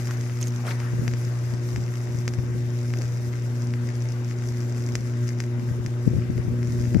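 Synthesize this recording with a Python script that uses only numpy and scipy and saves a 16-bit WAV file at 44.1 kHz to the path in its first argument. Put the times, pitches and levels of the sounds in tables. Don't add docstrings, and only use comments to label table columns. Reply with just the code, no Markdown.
import sys
import numpy as np
from scipy import signal
from scipy.fft import rfft, irfft
from scipy.io import wavfile
from scipy.ndimage import uniform_filter1d

SR = 44100
rng = np.random.default_rng(int(sys.argv[2]) if len(sys.argv) > 2 else 0)


def natural_amplitude(level_db):
    exponent = np.asarray(level_db, float) / 20
    return 10 ** exponent


def file_out(sig):
    cols = np.atleast_2d(sig).T
    lim = np.clip(cols, -1, 1)
    pcm = np.round(lim * 32767).astype(np.int16)
    wavfile.write(sys.argv[1], SR, pcm)


N = 308700
T = np.arange(N) / SR
SIDE = np.array([[.5], [-.5]])
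MAINS_HZ = 59.9945
STRIKE_S = .00480


def evened(x):
    return x / np.sqrt(np.mean(x ** 2, -1, keepdims=True) + 1e-20)


def read(points, hz):
    f, value = np.transpose(points)
    return np.interp(np.log(hz + 1), np.log(f + 1), value)


def curves(rows):
    s, *columns = np.transpose(rows)
    return [np.interp(T, s, c) for c in columns]


def bumps(rows):
    t = T[::64]
    swell = sum(db * np.exp(-((t - s) / half) ** 2) for s, db, half in rows)
    return np.interp(T, t, swell)


def wander(hz, channels=1):
    f = np.fft.rfftfreq(N, 1 / SR)
    spectrum = rfft(rng.standard_normal((channels, N)))
    return evened(irfft(spectrum / (1 + (f / hz) ** 4), N))


def causal(points, size=1024):
    log_gain = np.log(natural_amplitude(read(points, abs(np.fft.fftfreq(size, 1 / SR)))))
    return np.fft.ifft(np.exp(np.conj(signal.hilbert(log_gain)))).real[:size // 2]


# t/s, hum level/dB, 2nd overtone/dB re hum, 3rd overtone/dB re hum
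HUM_COURSE = [(0, -27, -15, -18.5), (.45, -23, -17.5, -18.5), (.87, -26, -16.5, -18.5),
              (1.05, -24.5, -11, -15.5), (1.6, -26.5, -14, -11), (2.05, -26.5, -16.5, -17.5),
              (2.6, -26, -16, -14), (3, -25, -14.5, -19), (3.3, -27, -14, -14), (3.7, -25, -11.5, -19.5),
              (4.3, -27, -14.5, -16), (4.8, -26, -12, -15), (5.3, -26.5, -13, -16.5), (5.7, -27, -14, -12),
              (6.1, -26, -13.5, -14.5), (6.55, -22, -11.5, -15.5), (6.85, -23.5, -11.5, -14),
              (7, -23.5, -14, -14)]
# t/s, change/dB, half length/s
STUMBLES = [(.14, -1, 0.033), (.334, -3.5, 0.11), (.609, -3.5, 0.13), (1.796, 0, .02), (1.821, 2, .02),
            (1.936, -2, 0.032), (2.075, -1.5, 0.053), (2.35, -2, 0.034), (2.569, 0.5, 0.033),
            (3.402, -1.5, 0.045), (3.93, -5.5, 0.017), (4.046, 1, .05), (4.34, -2, 0.025),
            (4.505, 0.5, 0.036), (4.994, -3.5, 0.035), (5.078, -1.5, 0.032), (5.228, 3, 0.049),
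            (5.413, -0.5, 0.044), (5.557, 2.5, .04), (5.612, -2.5, 0.016), (5.687, 3.5, 0.016),
            (5.812, -3, 0.016), (5.887, -5, 0.013), (6.266, -5, 0.022), (6.38, 5, 0.0088), (6.45, -5, 0.13),
            (6.69, -2.5, 0.06), (6.899, -2, 0.019), (6.959, -2.5, 0.016)]
# t/s, 2nd overtone change/dB, 3rd overtone change/dB, half length/s
ROUNDINGS = [(0.624, 5.5, -2, 0.14), (1.296, -7, -4.5, 0.36), (1.432, -8, -4.5, 0.15),
             (1.82, -11, -3.5, 0.075), (3.069, -12, -10.5, 0.09), (3.166, -17, -3, 0.029),
             (3.417, -7, -4, 0.12), (4.08, -10, -2, 0.076), (5.576, 4, -4, 0.06), (5.718, 1, -11, 0.038),
             (5.926, -3.5, -3.5, 0.092), (6.88, 2, -9, 0.041)]
MULTIPLES = (1, 3, 5, 7, 8, 10, 12, 22, 26)
# level/dB re hum, extra lag/rad
MULTIPLE_LEVELS = [(-34, -0.5), (-24, 0.46), (-30.5, 0.4), (-44, 1), (-30.5, 1.26), (-31, 2.8), (-48, -2),
                   (-49, -1.2), (-43, 1.4)]
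# f/Hz, level/dB
HUM_LEFT = [(120, 0.95), (360, 2), (600, 2.5), (1560, 7.5)]


def hum():
    hum_db, second_db, third_db = curves(HUM_COURSE)
    stumble_db = bumps(STUMBLES)
    hum_db = hum_db + stumble_db - .6
    ridden_out_db = 0.088 * stumble_db
    second_db = second_db - ridden_out_db + bumps([(s, db, half) for s, db, _, half in ROUNDINGS])
    third_db = third_db - ridden_out_db + bumps([(s, db, half) for s, _, db, half in ROUNDINGS])
    orders = [(0, 0, .07), (second_db, 0.1, .2), (third_db, -.1, .2)]
    orders += [(*row, .15) for row in MULTIPLE_LEVELS]
    shakes = wander(35.0, channels=6)
    mains_phase = 2 * np.pi * MAINS_HZ * (T - STRIKE_S)
    out = np.zeros((2, N))
    for i, (k, (db, lag, flutter)) in enumerate(zip((2, 4, 6) + MULTIPLES, orders)):
        left_db = read(HUM_LEFT, k * MAINS_HZ) * np.array([[1], [0]])
        height = natural_amplitude(db + left_db) * (1 + flutter * shakes[i % 6])
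        phase = k * mains_phase + lag + .3 * SIDE + flutter * shakes[(i + 3) % 6]
        out -= height * np.cos(phase)
    return np.sqrt(2) * natural_amplitude(hum_db) * out


# t/s, spark density/dB
SPARK_COURSE = [(0, -51.5), (.3, -53), (.9, -55.5), (1.15, -53), (1.45, -54.5), (1.8, -51), (2.1, -54),
                (2.5, -58), (2.8, -54), (3.01, -48), (3.28, -54), (3.9, -54), (4.5, -51.5), (4.9, -51.5),
                (5.25, -56), (5.6, -65), (6.45, -60.5), (7, -53.5)]
# t/s, change/dB, half length/s
FLARES = [(0, 4.5, 0.02), (.09, 1.5, 0.04), (.42, 3.5, 0.075), (.7, -4, 0.055), (1.53, 3.5, 0.035),
          (2.19, 5, 0.052), (3.36, 3, 0.027), (3.67, 0, 0.055), (3.8, -11, .05), (3.87, 5.5, 0.036),
          (4.11, 2.5, 0.02), (4.21, -8.5, 0.05), (4.36, -10, 0.025), (4.67, -8, 0.019), (5.28, 15, 0.0077),
          (5.42, 9, 0.059), (5.51, -2, 0.025), (5.59, 3, 0.02), (5.7, 8, 0.03), (6.09, 6.5, 0.16),
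          (6.27, -11, 0.029), (6.37, 3, 0.031), (6.77, 8, 0.13)]


def sparking():
    return curves(SPARK_COURSE)[0] + bumps(FLARES)


# f/Hz, level/dB
PORTS = [
    [(100, 1), (500, -10), (900, -11.5), (2000, -3), (3000, -12.5), (3900, -23), (5100, -8), (6400, -11), (8600, -23), (12500, -11.5), (14500, -13)],
    [(100, -7), (500, -6), (900, -23), (2100, -8.5), (3100, -13.5), (4200, -18.5), (6300, -11.5), (7600, -13), (10300, -29), (13000, -7), (14500, -36)],
]
TREBLE_LAGS = (17, 9)


def ports(dull, bright):
    low = signal.sosfilt(signal.butter(3, 3400, "low", fs=SR, output="sos"), dull)
    high = signal.sosfilt(signal.butter(3, 4400, "high", fs=SR, output="sos"), bright)
    late = np.array([np.roll(h, lag) for h, lag in zip(high, TREBLE_LAGS)])
    responses = np.array([causal(p) for p in PORTS])
    return signal.oaconvolve(low + late, responses, axes=1)[:, :N]


def yard(x, wet_db, t60):
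    t = np.arange(6000) / SR
    scattered = rng.standard_normal((2, len(t))) * (rng.random((2, len(t))) < .1)
    tail = scattered * natural_amplitude(-60 * t / t60) * (t > .0015)
    tail /= np.linalg.norm(tail, axis=1, keepdims=True)
    return x + natural_amplitude(wet_db) * signal.oaconvolve(x, tail, axes=1)[:, :N]


def fizz():
    halves = 2 * MAINS_HZ * (T - STRIKE_S) + 1.448
    whole = halves.astype(int)
    chance_db = np.minimum(3.5 * rng.standard_normal(whole[-1] + 1), 4.5)
    size_db = chance_db[whole] + 2.5 * (whole % 2 - 1)
    gate = .16 + natural_amplitude(size_db) * np.sin(np.pi * halves) ** 6
    sparks = rng.standard_normal((3, N)) * natural_amplitude(4.6 * wander(1600))
    sparks = gate * (0.72 * sparks[0] + 0.66 * sparks[1:])
    heard = signal.lfilter(*signal.butter(3, 7500, fs=SR), ports(natural_amplitude(-5.0) * sparks, sparks))
    sound = yard(heard, wet_db=-9, t60=.05)
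    return natural_amplitude(sparking() + 2.5) * sound / sound.std()


# f/Hz, level/dB
AIR = [
    [(30, -59), (100, -54), (300, -51), (700, -59), (2000, -60.5), (3700, -75), (5500, -72.5), (8500, -82.5), (12500, -83), (14800, -83)],
    [(30, -67), (100, -64), (300, -56), (700, -62), (2000, -71), (4500, -78.5), (6400, -73), (8500, -82), (12500, -83.5), (14800, -87)],
]
# f/Hz, likeness/0..1
SAME = [(60, 0.78), (130, 0.73), (300, 0.92), (640, 0.08), (1400, 0.011)]
# t/s, roar change/dB, half length/s
RUSTLES = [
    (0, 5, 0.014),
    (.12, 3, 0.14),
    (.41, -0.5, 0.065),
    (.7, 7.5, 0.045),
    (.85, 3, 0.65),
]
# f/Hz, level/dB
WHINE = [(3600, -67.5), (3720, -66)]


def air():
    frames, hz = N // 256 + 5, np.fft.rfftfreq(1024, 1 / SR)
    a, b, c, d, patches = rng.standard_normal((frames, 513, 5)).T
    patches = uniform_filter1d(uniform_filter1d(patches, 12, 0), 10, 1)
    same = np.clip(read(SAME, hz), 0, 1)[:, None]
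    left = a + 1j * b
    right = same * left + np.sqrt(1 - same ** 2) * (c + 1j * d)

    def per_frame(v):
        return np.pad(v[::256], (0, frames), "edge")[:frames]

    busy_db = per_frame(sparking() + 64.5)
    rustle_db = per_frame(bumps(RUSTLES))
    roar_db = -1 - 0.061 * busy_db + rustle_db
    hiss_db = .24 * busy_db + 0.94 * rustle_db
    hiss_db = hiss_db + 1.67 * evened(uniform_filter1d(rng.standard_normal(frames), size=6))
    low, high = (np.clip(np.log2((hz[:, None] + 1) / edge_hz), 0, 1) for edge_hz in (450, 3000))
    swell_db = (low - high) * roar_db + high * hiss_db
    colour_db = np.array([read(p, hz) for p in AIR])[:, :, None]
    z = np.array([left, right]) * natural_amplitude(colour_db + swell_db + 1.6 * patches / patches.std())
    out = signal.istft(z, nperseg=1024, noverlap=768)[1][:, :N]
    whine = sum(natural_amplitude(db) * np.sin(2 * np.pi * f * T) for f, db in WHINE)
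    out[1] += whine * (1 + .5 * wander(24)[0])
    return out


# t/s, peak level/dB, brightness/dB, left over right/dB
SNAPS = [(0.0714, -22.5, 4, 4), (0.1083, -32, 16, -13), (0.2098, -27.5, 9, -5.5), (0.296, -31.5, -13, 1),
         (0.5602, -30, 11, -8), (0.6515, -39, -18.5, 10), (1.0783, -15, -2, 3.5), (1.136, -21, 0, 4),
         (1.7601, -19.5, -2.5, 5), (2.278, -12, 2, 3), (2.2873, -27, 9, 1), (2.3365, -23.5, 3, 6.0),
         (2.5804, -34.5, 5, -7), (2.9027, -32, -3, 11), (2.9369, -20.5, -5, 5), (3.0186, -22, 7, 4),
         (3.336, -33, -7, 12), (3.7371, -23.5, -7, 5), (4.087, -34, 20, 7), (4.3104, -27, -5, 7),
         (4.953, -10.5, 4.5, 1.5), (5.2788, -32, 16, 14), (5.2894, -22, 9, 7), (5.402, -15, 3, 2.5),
         (5.4379, -26, 1, -1), (5.8614, -20, 3.5, 5.5), (6.2203, -37, -13, 5), (6.721, -33.5, 21, 2),
         (6.853, -34.5, -11, 10), (6.945, -24.5, -6, 10.5)]
# t/s, peak level/dB
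TICKS = [(0.7125, -23), (5.136, -35), (5.5952, -31.5), (5.688, -34), (6.378, -29), (6.6288, -27),
         (.1655, -37), (.263, -32), (0.8007, -25), (1.279, -33), (1.8791, -31), (2.386, -31),
         (3.902, -30.5), (5.238, -37), (5.304, -33)]
# t/s, peak level/dB, left over right/dB
SPITS = [(0.0547, -37, -3.0), (1.2495, -33, 0.5), (1.5438, -40, -3), (1.6356, -41, 2.5), (2.1709, -37, 6),
         (2.1864, -34, 6), (2.703, -38, 3), (2.788, -43, 7), (2.986, -32, 9), (3.0539, -41, -5),
         (3.0783, -37, 1.5), (3.4205, -39, 4), (3.5702, -43, 2), (3.6036, -41, 2.0), (3.6198, -31.5, 2.5),
         (3.6705, -35, 5.0), (3.9368, -44, 0.5), (3.9528, -37, 7), (4.0042, -38, 6), (4.0207, -36, 13),
         (4.12, -35, 10), (4.2448, -36, 3.0), (4.3858, -37, 1.0), (4.4724, -39, 9), (4.4866, -31.5, 3.0),
         (4.57, -36, 2.5), (4.6036, -34, 9), (4.7226, -37, 9), (4.786, -53, -1), (4.8216, -36, 3.0),
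         (4.8627, -31.5, 2.5), (4.9201, -38, 6), (5.007, -38, 3.5), (5.3862, -41, 6), (6.8118, -36, 1)]


def snaps():
    small_db = 3.5 * np.minimum(rng.exponential(1, N), 1.2) - 38
    small = natural_amplitude(small_db) * (rng.random(N) < 60 / SR)
    dull = -small * np.ones((2, 1))
    bright = dull.copy()
    ticks = [(s, db, -2.5, 8) for s, db in TICKS]
    spits = [(s, db, 20, pan_db) for s, db, pan_db in SPITS]
    for s, db, bright_db, pan_db in SNAPS + ticks + spits:
        at = round(s * SR) + 49
        height = natural_amplitude(db + 23.5 + (pan_db - 2.5) * SIDE[:, 0])
        dull[:, at] -= height * natural_amplitude(-bright_db / 2)
        bright[:, at] -= height * natural_amplitude(bright_db / 2)
    soft_hz = 8500
    sharp = ports(dull, bright)
    direct = signal.lfilter(*signal.butter(3, soft_hz, fs=SR), sharp) + 0.15 * sharp
    echo = yard(direct, wet_db=-8, t60=0.05) - direct
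    return direct + signal.lfilter(*signal.butter(1, (3000, soft_hz), "band", fs=SR), echo)


# t/s, length/s, level/dB, ring f/Hz, left over right/dB
SCUFFS = [(0.079, 0.065, -50.5, 1350, 11), (0.412, 0.012, -41.5, 6360, -5), (0.407, 0.015, -49, 12000, -1),
          (0.416, 0.022, -47.5, 2820, 0), (0.432, 0.018, -49, 5200, -10), (0.467, 0.031, -54, 6200, -10),
          (0.47, 0.019, -52, 12000, -3), (0.631, 0.12, -43, 566, 3), (0.653, 0.057, -53, 6150, -12),
          (0.66, 0.049, -46.5, 3450, -2), (0.662, 0.03, -64, 9500, -3), (0.67, 0.028, -37.5, 1400, 3),
          (0.702, 0.011, -48, 5000, -7), (0.706, 0.018, -39.5, 1800, 6), (0.714, 0.014, -55, 3370, 0),
          (0.719, 0.01, -57, 4500, -2), (0.763, 0.17, -50.5, 1530, 5), (0.584, 0.05, -53, 900, 5),
          (2.948, 0.12, -41.5, 293, 4)]
# t/s, t60/s, peak level/dB, ring f/Hz, left over right/dB
STONES = [(.1095, .007, -21, 1500, 0), (.4276, .005, -16, 6300, -7), (.4309, .006, -20, 6400, -6),
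          (.4716, .005, -21, 6600, -3), (.6908, .006, -27, 4400, 5), (.4825, .007, -27, 6300, -3),
          (.6842, .006, -25, 1500, 4), (.6876, .006, -25, 1700, 4), (.7185, .006, -27, 1900, 5),
          (.4278, .003, -29, 3000, -3), (.431, .004, -28, 2600, -3), (.4716, .003, -30, 3200, -3),
          (.5615, .006, -26, 6300, -4), (.581, .006, -33, 6000, -3), (.506, .007, -33, 6000, 0),
          (.522, .007, -33, 5200, 0), (.5955, .005, -31, 900, 4), (.708, .006, -28, 3600, 3),
          (.7205, .005, -30, 4200, 3)]


def scuffs():
    out = np.zeros((2, N))
    grit = rng.standard_normal((3, N)) * natural_amplitude(3 * wander(300))
    grit = .5 * grit[0] + 0.14 * grit[1:]
    for s, length, db, hz, pan_db in SCUFFS:
        u, at = np.arange(0, 1, 1 / (length * SR)), round(s * SR)
        shower = np.sin(np.pi * u ** 0.62) * evened(grit[:, at:at + len(u)])
        shower = np.pad(shower, ((0, 0), (0, 100)))
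        peak = signal.iirpeak(hz, 1.1, fs=SR)
        ring = evened(signal.lfilter(*peak, signal.lfilter(*peak, shower))) + 0.03 * shower
        out[:, at:at + ring.shape[1]] += natural_amplitude(db + pan_db * SIDE) * ring
    t = np.arange(600) / SR
    for s, t60, db, hz, pan_db in STONES:
        ring = np.sin(2 * np.pi * hz * t) + .1 * rng.standard_normal((2, len(t)))
        ring *= np.minimum(t / .0003, 1)
        out[:, round(s * SR):][:, :len(t)] += natural_amplitude(db + pan_db * SIDE - 60 * t / t60) * ring
    return yard(out, wet_db=-39.0, t60=0.036)


# f/Hz, level/dB
BUFFET = [(20, -12), (43, -6), (65, 2.5), (86, 4), (130, 3), (180, -3), (260, -5), (350, -18), (520, -17),
          (700, -38), (1000, -57), (2000, -52)]
# start t/s, length/s, level at the left port/dB
GUSTS = [(0.936, 0.17, -24), (1.098, 0.26, -35), (1.477, 0.33, -31.5), (1.78, 0.019, -26), (1.88, .04, -41),
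         (2.094, 0.48, -30), (2.597, 0.095, -37), (2.845, 0.66, -34), (3.794, 0.094, -35),
         (4.298, 0.2, -38), (4.753, 0.3, -32), (5.574, 0.29, -27), (6.076, 1, -24)]
# t/s, peak level/dB, half width/s
THUMPS = [(0.936, -16, 0.00087), (0.9966, -15.5, 0.0011), (1.0346, -16.5, 0.00054), (1.043, -17, 0.00082),
          (5.7154, -12, 0.0012), (6.0705, -10, 0.001), (6.0785, 0, 0.00084), (6.114, -15, 0.0011),
          (6.1362, -12, 0.00062), (6.144, -14, 0.0013), (6.168, -8, 0.001), (6.1872, -7, 0.00087),
          (6.2225, -24, 0.001), (6.302, -7.5, 0.00084), (6.383, -18, 0.00053), (6.399, -11, 0.0012),
          (6.4531, -14, 0.00082), (6.4826, -10, 0.00094), (6.8088, -12.5, 0.00089), (6.952, -1.5, 0.00077),
          (6.9586, -5, 0.00078), (6.9681, -1, 0.00078), (6.98, -14, 0.0016), (6.9992, -6, 0.00092)]


def wind():
    lumps = rng.standard_normal((2, N)) * natural_amplitude(6.1 * wander(29, channels=2))
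    blow = evened(signal.oaconvolve(lumps, causal(BUFFET, size=8192)[None], axes=1)[:, :N])
    strength = natural_amplitude(-91) * np.clip(T / 1.7, 0, 1)
    rise_s, fall_s = 0.016, 0.032
    for s, length, db in GUSTS:
        before, after = (s - T) / rise_s, (T - s - length) / fall_s
        strength += natural_amplitude(db) * np.exp(-np.maximum(before, np.maximum(after, 0)))
    blow *= strength * natural_amplitude(np.array([[-2.5], [-13]]))
    for s, db, half in THUMPS:
        near = slice(round((s - .02) * SR), round((s + .02) * SR))
        u = (T[near] - s) / half
        u = u * (1 - 0.24 * np.tanh(u))
        suck = np.exp(-.55 * abs(u) ** 2.0)
        rebound = 0.32 * np.exp(-.15 * (u - 3.5) ** 2)
        onset = 0.52 * np.exp(-.15 * (u + 3.6) ** 2)
        blow[0, near] -= natural_amplitude(db) * (suck - rebound - onset)
    return signal.lfilter(*signal.butter(1, 60, "high", fs=SR), blow)


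def scene():
    return hum() + fizz() + air() + snaps() + scuffs() + wind()


def band_limit(x):
    return signal.sosfilt(signal.butter(12, 15430, fs=SR, output="sos"), x)


# f/Hz, threshold/dB re the usual level there
GATE = [(700, -40), (2000, -12), (3500, -5), (5500, -10), (8500, -4), (10200, -2.5), (12000, -4),
        (13500, -1.5), (14300, 1.5), (14800, 12)]


def record(dry):
    hz, t, z = signal.stft(dry, SR, "cosine", 2048, 1024)
    usual = uniform_filter1d(np.median(abs(z), axis=2, keepdims=True), size=15, axis=1)
    loudness = uniform_filter1d(uniform_filter1d(abs(z) / usual, size=151, axis=1), size=9, axis=2)
    usual = usual * np.minimum(loudness, 1.1)
    drift = evened(uniform_filter1d(rng.standard_normal((2, 1, len(t))), size=3))
    drift_db = drift * np.clip(hz / 6600, 0, 3)[:, None]
    near = uniform_filter1d(uniform_filter1d(abs(z), size=5, axis=1), size=2, axis=2)
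    kept = near > usual * natural_amplitude(read(GATE, hz)[:, None] + drift_db)
    z = z * kept * (hz < 15300)[:, None]
    mix = signal.istft(z, SR, "cosine", 2048, 1024)[1][:, :N]
    return band_limit(mix)


dry = scene()
out = record(dry)
file_out(out)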